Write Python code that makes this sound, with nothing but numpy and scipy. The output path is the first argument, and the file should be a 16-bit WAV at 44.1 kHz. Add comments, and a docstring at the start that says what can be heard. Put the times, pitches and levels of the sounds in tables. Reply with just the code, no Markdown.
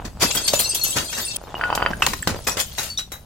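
"""Glass breaking on stone, in two scenes

A full glass jar bursts on stone steps and its shards clink and skitter down them. After an abrupt cut a
full bottle rolls over pebbled concrete, knocks on a step edge, breaks, spills and scatters its pieces.
Shards and vessels ring as decaying modes; crunch, scrape and spill are shaped noise. All is heard
outdoors and close, with short reflections from the steps, over a low rumble.
"""
import sys
import numpy as np
from scipy import signal
from scipy.fft import rfft, irfft, next_fast_len
from scipy.io import wavfile

SR = 44100
rng = np.random.default_rng(int(sys.argv[2]) if len(sys.argv) > 2 else 0)


def waveform_to_disk(signal):
    """Save audio, clipped to [-1, 1], as 16-bit WAV at the path in sys.argv[1]."""
    frames = np.transpose(np.atleast_2d(signal))
    scaled = np.clip(frames, -1, 1) * 32767
    samples = np.round(scaled).astype(np.int16)
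    wavfile.write(sys.argv[1], SR, samples)


N = 143325
T = np.arange(N) / SR
AGE = T[:SR * 2 // 5]  # time since an onset [s]
CUT_S = 1.369  # the jar's sound stops here
GLASS_PAN_DB = 3.5  # the pieces scatter to the left


def undb(db):
    """Logarithmic level: decibels to amplitude gain."""
    return 10 ** (np.asarray(db) / 20)


def curve(rows):
    """Envelope: gain over time, linear in decibels between (time [s], level [dB]) points."""
    times, levels = np.array(rows).T
    return undb(np.interp(T, times, levels))


def unit(x):
    """Normalisation to an rms of 1."""
    return x / np.sqrt(np.mean(x ** 2))


def pan(db):
    """Level difference between the ears: left and right gains, positive to the left."""
    return unit(undb(np.array([[db], [-db]]) / 2))


def add(out, s, x):
    """Superposition: mix a sound in at its time; what began before the cut ends there."""
    start = max(int(s * SR), 0)
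    end = int(CUT_S * SR) if s < CUT_S else N
    length = max(min(x.shape[-1], end - start, out.shape[-1] - start), 0)
    out[..., start:start + length] += x[..., :length]


def grit(size, spread_db, likeness):
    """Partly correlated noise: two ears share a fraction of its power; its strength varies unevenly."""
    left_right, shared = rng.standard_normal((2, size)), rng.standard_normal(size)
    strength_db = spread_db * rng.standard_normal(size // 32 + 1)
    strength = np.repeat(undb(strength_db), 32)[:size]  # a new strength every 32 samples
    return (np.sqrt(likeness) * shared + np.sqrt(1 - likeness) * left_right) * strength


def colour(x, points):
    """Spectral shaping by (frequency [Hz], level [dB]) points on a logarithmic axis, to rms 1."""
    hz, db = np.array(points).T
    size = next_fast_len(N)
    f = np.arange(size // 2 + 1) * SR / size + 1  # 1 Hz offset avoids log(0)
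    gain = undb(np.interp(np.log(f), np.log(hz), db))
    return unit(irfft(rfft(x, size) * gain, size)[:, :N])


def ring(hz, t60, phase=0):
    """Damped oscillation: one mode that falls by 60 dB in t60 seconds."""
    t = T[:int(t60 * SR) + 2]
    return np.sin(2 * np.pi * min(hz, SR / 2) * t + phase) * undb(-60 * t / t60)


CONTACT_S = 0.0018  # the ring builds up over the contact
PAIR_HZ = 46.6  # spacing of the paired modes at half a turn


def shard(hz, t60, turn):
    """Beating of a close pair of modes that reaches the ears out of step by a fraction of a turn."""
    ears = []
    for phase in (np.pi * turn, -np.pi * turn):
        main = ring(hz, t60, phase)
        partner = .5 * ring(hz + 2 * PAIR_HZ * turn, t60, 2 * phase + np.pi / 2)
        ears.append(main + partner)
    pair = np.array(ears)
    return pair * np.minimum(T[:pair.shape[1]] / CONTACT_S, 1)


SHARD_SPACING_HZ, SHARD_RIPPLE_DB = 120.1, 5.5  # the broad resonances of a handful of pieces


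def pieces(x):
    """Random resonance: colour a crunch with the pieces involved, differently at each ear."""
    f = np.arange(x.shape[1] // 2 + 1) * SR / x.shape[1]
    depth_db = SHARD_RIPPLE_DB * np.minimum(f / 2500, 1)  # full depth above 2500 Hz
    ripples = [np.interp(f / SHARD_SPACING_HZ, np.arange(256), z) for z in rng.standard_normal((2, 256))]
    gain = undb(depth_db * np.array(ripples))
    return irfft(rfft(x) * unit(gain), x.shape[1])


# glass crunching on stone; levels are relative and shifted by CRUNCH_DB or SPLINTER_DB:
# (time [s], rise [s], t60 [s], thud [dB], middle [dB], treble [dB], top [dB])
CRUNCHES = [ (.042, 0.012, 0.12, -25, -30, -31.5, -43.5), (0.193, 0.034, 0.18, -22, -12.5, -11.5, -18.5),
            (0.304, 0.0087, 0.022, -35, -30, -15.5, -47), (0.341, 0.013, 0.094, -25.5, -22.5, -23, -17.5),
            (0.37, 0.0042, 0.21, -39, -27, -24.5, -37), (0.475, 0.0041, 0.085, -51, -26, -9.5, -22.5),
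            (.529, 0.0049, 0.16, -25.5, -20.5, -16, -21), (0.585, 0.012, 0.16, -33, -25.5, -20, -16),
            (0.741, 0.0081, 0.11, -40, -33.5, -21.5, -17), (0.838, 0.0033, 0.49, -35.5, -35, -26.5, -23.5),
            (0.953, 0.017, 0.2, -20.5, -18.5, -19, -26.5), (1.126, 0.0039, 0.16, -43, -27.5, -23.5, -40),
            (1.162, 0.024, 0.2, -30, -25, -26, -30), (1.36, 0.006, 0.076, -57, -63, -25, -22.5),
            (1.748, 0.0041, 0.052, -28, -42, -20.5, -23.5),
            (2.02, 0.0011, 0.16, -26.5, -17.5, -21.5, -29.5), (2.0636, 0.0016, 0.019, -38, -10, -7, -14.5),
            (2.068, 0.0054, 0.42, -26.5, -33, -27.5, -30.5), (2.133, 0.00094, 0.03, -35, -13, -19.5, -27),
            (2.272, 0.002, 0.048, -14.5, -12, -13, -21.5), (2.279, 0.018, 0.15, -22, -24, -27.5, -39),
            (2.465, 0.0082, 0.2, -26, -15.5, -16.5, -24), (2.569, 0.0021, 0.057, -35, -16.5, -21, -29),
            (2.571, 0.031, 0.12, -43, -22.5, -18, -21.5), (2.773, 0.012, 0.27, -40, -22.5, -22, -27.5),
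            (2.824, 0.008, 0.3, -65, -42.5, -32.5, -32.5), (2.975, 0.015, 0.12, -41.5, -32.5, -24.5, -35),
            (3.117, 0.0023, 0.18, -41.5, -28, -34, -31.5)]
# the thud, middle, treble and top bands: (lower edge [Hz], upper edge [Hz])
CRUNCH_BANDS = [(75, 350), (420, 2090), (2400, 7850), (7000, 15200)]
# power shared by the two ears in each band: (likeness [0-1])
EAR_LIKENESS = [0.97, 0.47, 0.076, 0.049]
GRIT_DB, CRUNCH_DB, SPLINTER_DB = 3.5, -2, -13.5
SPLINTER_T60_S = 0.079  # at most, before a random factor of 0.5 to 1.5


def crashes(count=26):
    """Fracture noise: each crash is a swell of tiny fractures that throws off ringing splinters."""
    out = np.zeros((2, N))
    bands = []
    for edges, likeness in zip(CRUNCH_BANDS, EAR_LIKENESS):
        band_pass = signal.butter(3, edges, "band", fs=SR, output="sos")
        bands.append(unit(signal.sosfilt(band_pass, grit(N, GRIT_DB, likeness))))
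    for s, rise, t60, thud_db, mid_db, treble_db, top_db in CRUNCHES:
        swell = np.minimum(AGE / rise, 1) ** 2
        env = swell * undb(-60 * np.maximum(AGE - rise, 0) / t60)
        i = int(s * SR)
        crunch = 0
        for k, (db, band) in enumerate(zip((thud_db, mid_db, treble_db, top_db), bands)):
            side = pan(GLASS_PAN_DB * k / 2)  # higher bands lie further left
            crunch = crunch + undb(db + CRUNCH_DB) * band[:, i:i + len(AGE)] * side
        add(out, s, pieces(crunch) * env[:crunch.shape[1]])
        for k, (place, when, length, turn, side) in enumerate(rng.random((count, 5))):
            hz = 3000 + 13000 * (k + place) / count
            db = np.interp(hz, [5000, 9000], [treble_db, top_db]) + SPLINTER_DB
            life = min(SPLINTER_T60_S, t60) * (.5 + length)
            splinter = undb(db) * shard(hz, life, turn - .5)
            add(out, s + rise * (.5 + when), splinter * pan(GLASS_PAN_DB + 10 * (side - .5)))
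    return out


# single shards that ring; levels are relative: (time [s], level [dB], pitch [Hz], t60 [s])
SHARD_LANDINGS = [ (.321, -19, 7440, 0.042), (0.369, -13.5, 3266, 0.097), (.373, -14.5, 5010, 0.045),
                  (.481, -13.5, 4478, .083), (.479, -30, 4700, 0.074), (0.556, -18, 7040, 0.13),
                  (.591, -13, 3200, 0.028), (.593, -12.5, 9259, .072), (0.593, -17.5, 4203, .14),
                  (.646, -15.5, 4220, .09), (0.693, -11, 8200, 0.083), (.695, -22, 5020, 0.12),
                  (.812, -19.5, 4304, .18), (.836, -8.5, 11440, 0.05), (.842, -19, 6110, 0.21),
                  (.905, -17, 7708, 0.12), (1.212, -25.5, 11940, .08), (1.25, -20, 8970, 0.1),
                  (1.283, -21, 4430, 0.081), (1.36, -13, 9431, 0.04), (2.224, -11.5, 7670, .021),
                  (2.516, -19, 5760, 0.078), (2.607, -17.5, 7110, .11), (2.784, -18.5, 3919, 0.062),
                  (2.899, -25.5, 4498, 0.17), (2.975, -21, 5790, .1), (2.974, -15, 3697, 0.037),
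                  (2.981, -16, 3893, 0.13), (3.121, -34, 3890, 0.21)]
OVERTONE_DB = -15  # within the octave above a shard's pitch
CHATTER_S, CHATTER_DB = .014, -7.5  # a shard touches down again within this time


def clinks(count=3):
    """Impact excitation: a shard lands, rings with uneven overtones and chatters on the stone."""
    out = np.zeros((2, N))
    for s, db, hz, t60 in SHARD_LANDINGS:
        main_turn = rng.random() - .5
        tone = shard(hz, t60, 0.6 * main_turn)
        for above, turn in rng.random((count, 2)):
            add(tone, 0, undb(OVERTONE_DB) * shard(hz * (1 + above), t60, turn - .5))
        landing = tone.copy()
        for when in rng.random(count):
            add(landing, CHATTER_S * when, tone * undb(CHATTER_DB) / np.sqrt(count))
        same_power = unit(landing) * np.std(tone)  # chatter leaves the overall level alone
        add(out, s, same_power * undb(db) * pan(GLASS_PAN_DB))
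    return out


# the jar's larger pieces: (pitch [Hz])
JAR_PIECES = [2680, 3330, 3740, 4215, 4540, 4690, 4940, 5700, 6216, 6680, 7090, 7660, 7725, 8270, 9360,
              9720, 11600]
# effort of the moving pieces, also followed by skitter(); relative: (time [s], level [dB])
FRAGMENT_EFFORT = [(.18, -55), (.23, -26.5), (.6, -25), (1.08, -30), (1.22, -27.5), (1.36, -31),
                   (1.37, -42.5), (2.01, -37.5), (2.07, -33), (2.44, -34), (2.62, -34), (2.88, -27.5),
                   (2.97, -48)]
JAR_SHARD_T60_S = .18


def tinkle(count=28):
    """Repeated impact: the jar's larger pieces tumble down, each ringing near its own pitch."""
    out, effort = np.zeros((2, N)), curve(FRAGMENT_EFFORT)
    for hz in JAR_PIECES:
        for k, (when, size, turn, side, bend) in enumerate(rng.random((count, 5))):
            s = CUT_S * (k + when) / count
            gain = effort[int(s * SR)] * undb(-20 * size)
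            bent_hz = hz * (1 + (bend - .5) / 20)
            tone = gain * shard(bent_hz, JAR_SHARD_T60_S, turn - .5)
            add(out, s, tone * pan(GLASS_PAN_DB + 10 * (side - .5)))
    return out


SKITTER_T60_S = 0.1  # before a random factor of 0.06 to 1.06
TINKLE_DB, SCRAPE_DB = -10.5, -12.5  # relative to the effort curve


def skitter(count=1300):
    """Impacts and friction: small fragments tinkle and scrape as they slide down the steps."""
    tinkles = np.zeros((2, N))
    for when, pitch, length, size, turn, side in rng.random((count, 6)):
        hz = 2500 + 13500 * pitch ** 1.4
        tone = shard(hz, SKITTER_T60_S * (0.06 + length), turn - .5)
        add(tinkles, when * N / SR, tone * undb(-16 * size) * pan(14 * (side - .5)))
    scrape = colour(grit(N, spread_db=4.5, likeness=0.26),
                    [(500, 10.5), (2000, 8), (4500, 14), (9000, 8), (16000, -27.0)])
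    return (undb(TINKLE_DB) * unit(tinkles) + undb(SCRAPE_DB) * scrape) * curve(FRAGMENT_EFFORT) * pan(3.7)


# heavy knocks of the full vessel on stone: (time [s], peak level [dB], pitch [Hz], t60 [s])
VESSEL_KNOCKS = [ (0.249, -15, 260, 0.027), (.536, -7, 587, 0.025), (1.6118, -9, 1500, 0.0047),
                 (1.6374, -4.5, 1530, 0.003), (1.702, -7, 950, 0.0039), (1.727, -5, 950, 0.0045),
                 (1.7333, -17, 960, .005), (1.758, -35, 1000, 0.0042), (1.7765, -4.5, 1000, 0.0018),
                 (1.802, -14, 1200, 0.0032), (1.821, -8, 1190, 0.0017), (1.825, -2.5, 1020, 0.0024),
                 (1.8518, -16, 1090, 0.0024), (1.862, 0, 1500, 0.0015), (1.873, -19, 930, 0.0035),
                 (1.904, -20.5, 190, .057), (1.933, -15, 1596, 0.025), (2.022, -4, 1210, 0.0051),
                 (2.023, -4, 2785, .01), (2.072, -9.5, 950, 0.0051), (2.136, -21.5, 1040, 0.0089),
                 (2.228, -19, 1770, 0.013), (2.2736, -7.5, 1300, 0.0017), (2.315, -26.5, 101, 0.34)]
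KNOCK_RISE_S, KNOCK_EAR_RAD = 0.00042, 0.29  # build-up; phase offset at each ear (opposite signs)
# modes of the bottle, relative to the blow: (frequency [Hz], level [dB], t60 [s])
BOTTLE_MODES = [(835, -35, 0.046), (1440, -21.5, 0.095), (1780, -20, 0.024), (2620, -18.5, 0.046),
                (3026, -18, 0.051), (4700, -26, 0.055)]
# scrapes and blows that set the bottle ringing: (time [s], level [dB], frequency [Hz], t60 [s])
RINGING_BLOWS = [(1.552, -25, 2880, 0.092), (1.615, -26, 1448, 0.31), (1.64, -20.5, 1455, 0.26),
                 (2.023, -16.5, 2626, 0.15)]


def vessel():
    """Modal response: the vessel knocks and rolls; after the cut the blows ring the bottle's modes."""
    out, blows = np.zeros((2, N)), np.zeros(N)
    for s, db, hz, t60 in VESSEL_KNOCKS:
        knock = np.array([ring(hz, t60, phase) for phase in (KNOCK_EAR_RAD, -KNOCK_EAR_RAD)])
        knock = knock * (1 - np.exp(-T[:knock.shape[1]] / KNOCK_RISE_S)) ** 2
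        add(out, s, undb(db) * knock / np.abs(knock).max())
        if s > CUT_S:
            blows[int(s * SR)] = undb(db)
    body = np.zeros((2, N // 4))
    for hz, db, t60 in BOTTLE_MODES:
        add(body, 0, undb(db) * shard(hz, t60, 0.35))
    for s, db, hz, t60 in RINGING_BLOWS:
        add(out, s, undb(db) * ring(hz, t60))
    return out + signal.fftconvolve(blows[None], body)[:, :N] + rolling()


# rolling on pebbled concrete: (time [s], rms level [dB])
ROLL_LEVEL = [(0, -35), (.13, -55), (.2, -42.5), (.3, -61), (1.33, -74), (1.39, -49), (1.54, -38),
              (1.62, -29), (1.87, -28), (2.01, -62)]
# spectrum of the rolling, relative: (frequency [Hz], level [dB])
ROLL_SPECTRUM = [(100, -6), (450, -1), (850, 7), (1400, -1), (2200, -11.5), (3000, -5), (4200, -14),
                 (16000, -32)]


def rolling():
    """Rolling contact: pebble ticks and grinding, coloured and swelling with the roll."""
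    return colour(pebbles(), ROLL_SPECTRUM) * curve(ROLL_LEVEL)


PEBBLES_PER_S, PEBBLE_DB = 100, 5  # rate; spread of tick strength
GRIND_DB = 2  # relative to the ticks


def pebbles(count=600):
    """Roughness excitation: a tick for each pebble the glass rides over, with grinding in between."""
    ticks = np.zeros(N)
    for k, (late, size) in enumerate(rng.standard_normal((count, 2))):
        add(ticks, (k + late / 2) / PEBBLES_PER_S, undb([PEBBLE_DB * size]))
    ticks = signal.fftconvolve(ticks, np.hanning(20))[:N]  # the rounded glass softens each contact
    return unit(ticks) + undb(GRIND_DB) * unit(grit(N, spread_db=1.5, likeness=0.41))


# wet contents slapping and spattering: (time [s], rms level [dB])
SPILL_LEVEL = [(.19, -52), (.25, -38), (.62, -38.5), (.78, -42.5), (1.25, -46.5), (1.8, -39), (1.91, -35),
               (2.24, -57), (2.33, -27.5), (2.44, -48), (2.55, -47.5), (2.95, -59)]
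# spectrum of the spill, relative: (frequency [Hz], level [dB])
SPILL_SPECTRUM = [(80, 4.5), (200, 3), (600, 9.5), (2500, -11), (6000, -16.5), (16000, -62)]
SPLATS_PER_S, SPLAT_DB = 130, 6  # rate of random level points; their spread


def spill():
    """Amplitude-modulated noise: wet contents slap and spatter on the stone in uneven splats."""
    levels = rng.standard_normal(N // 64)
    splats = undb(SPLAT_DB * np.interp(T * SPLATS_PER_S, np.arange(len(levels)), levels))
    spatter = grit(N, spread_db=4.5, likeness=0.75) * splats
    return colour(spatter, SPILL_SPECTRUM) * curve(SPILL_LEVEL)


STEPS_T60_S = 0.23


def reflections(sent):
    """Diffuse reflection: decaying noise stands for the steps; echoes too stop at the cut."""
    steps = rng.standard_normal((2, len(AGE))) * undb(-60 * AGE / STEPS_T60_S)
    steps = steps * (AGE > .002)  # the first reflection arrives after 2 ms
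    steps = steps / np.sqrt(np.sum(steps ** 2) / 2)
    before = T < CUT_S
    jar_echo = signal.fftconvolve(sent * before, steps, axes=1)[:, :N] * before
    bottle_echo = signal.fftconvolve(sent * ~before, steps, axes=1)[:, :N]
    return jar_echo + bottle_echo


# outdoor rumble: (time [s], rms level [dB])
RUMBLE_LEVEL = [(0, -35.5), (.8, -43.5), (1.5, -43), (1.75, -37), (1.95, -33.5), (2.3, -38.5), (3.25, -44)]
# spectrum of the rumble, relative: (frequency [Hz], level [dB])
RUMBLE_SPECTRUM = [(20, -8.5), (50, 1.5), (110, -4), (200, -10), (500, -36), (16000, -50)]


def rumble():
    """Low-frequency noise: nearly alike at both ears, its level drifting slowly."""
    return colour(grit(N, spread_db=1.5, likeness=0.95), RUMBLE_SPECTRUM) * curve(RUMBLE_LEVEL)


STEPS_DB, BOTTLE_STEPS_DB = -11, -11.5  # reflections of the glass; of the vessel and spill


def scene():
    """Superposition of direct sound, short reflections from the steps and the outdoor rumble."""
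    glass = crashes() + clinks() + tinkle() + skitter()
    heavy = vessel() + spill()
    sent = undb(STEPS_DB) * glass + undb(BOTTLE_STEPS_DB) * heavy
    return glass + heavy + reflections(sent) + rumble()


TOP_HZ = 16100


def record(dry):
    """Peak limiting and low-pass filtering: the recorder holds the highest peaks and cuts the top."""
    held = np.clip(dry, -.95, .95)
    low_pass = signal.ellip(10, .2, 80, TOP_HZ, fs=SR, output="sos")
    return signal.sosfilt(low_pass, held)


dry = scene()
out = record(dry)
waveform_to_disk(out)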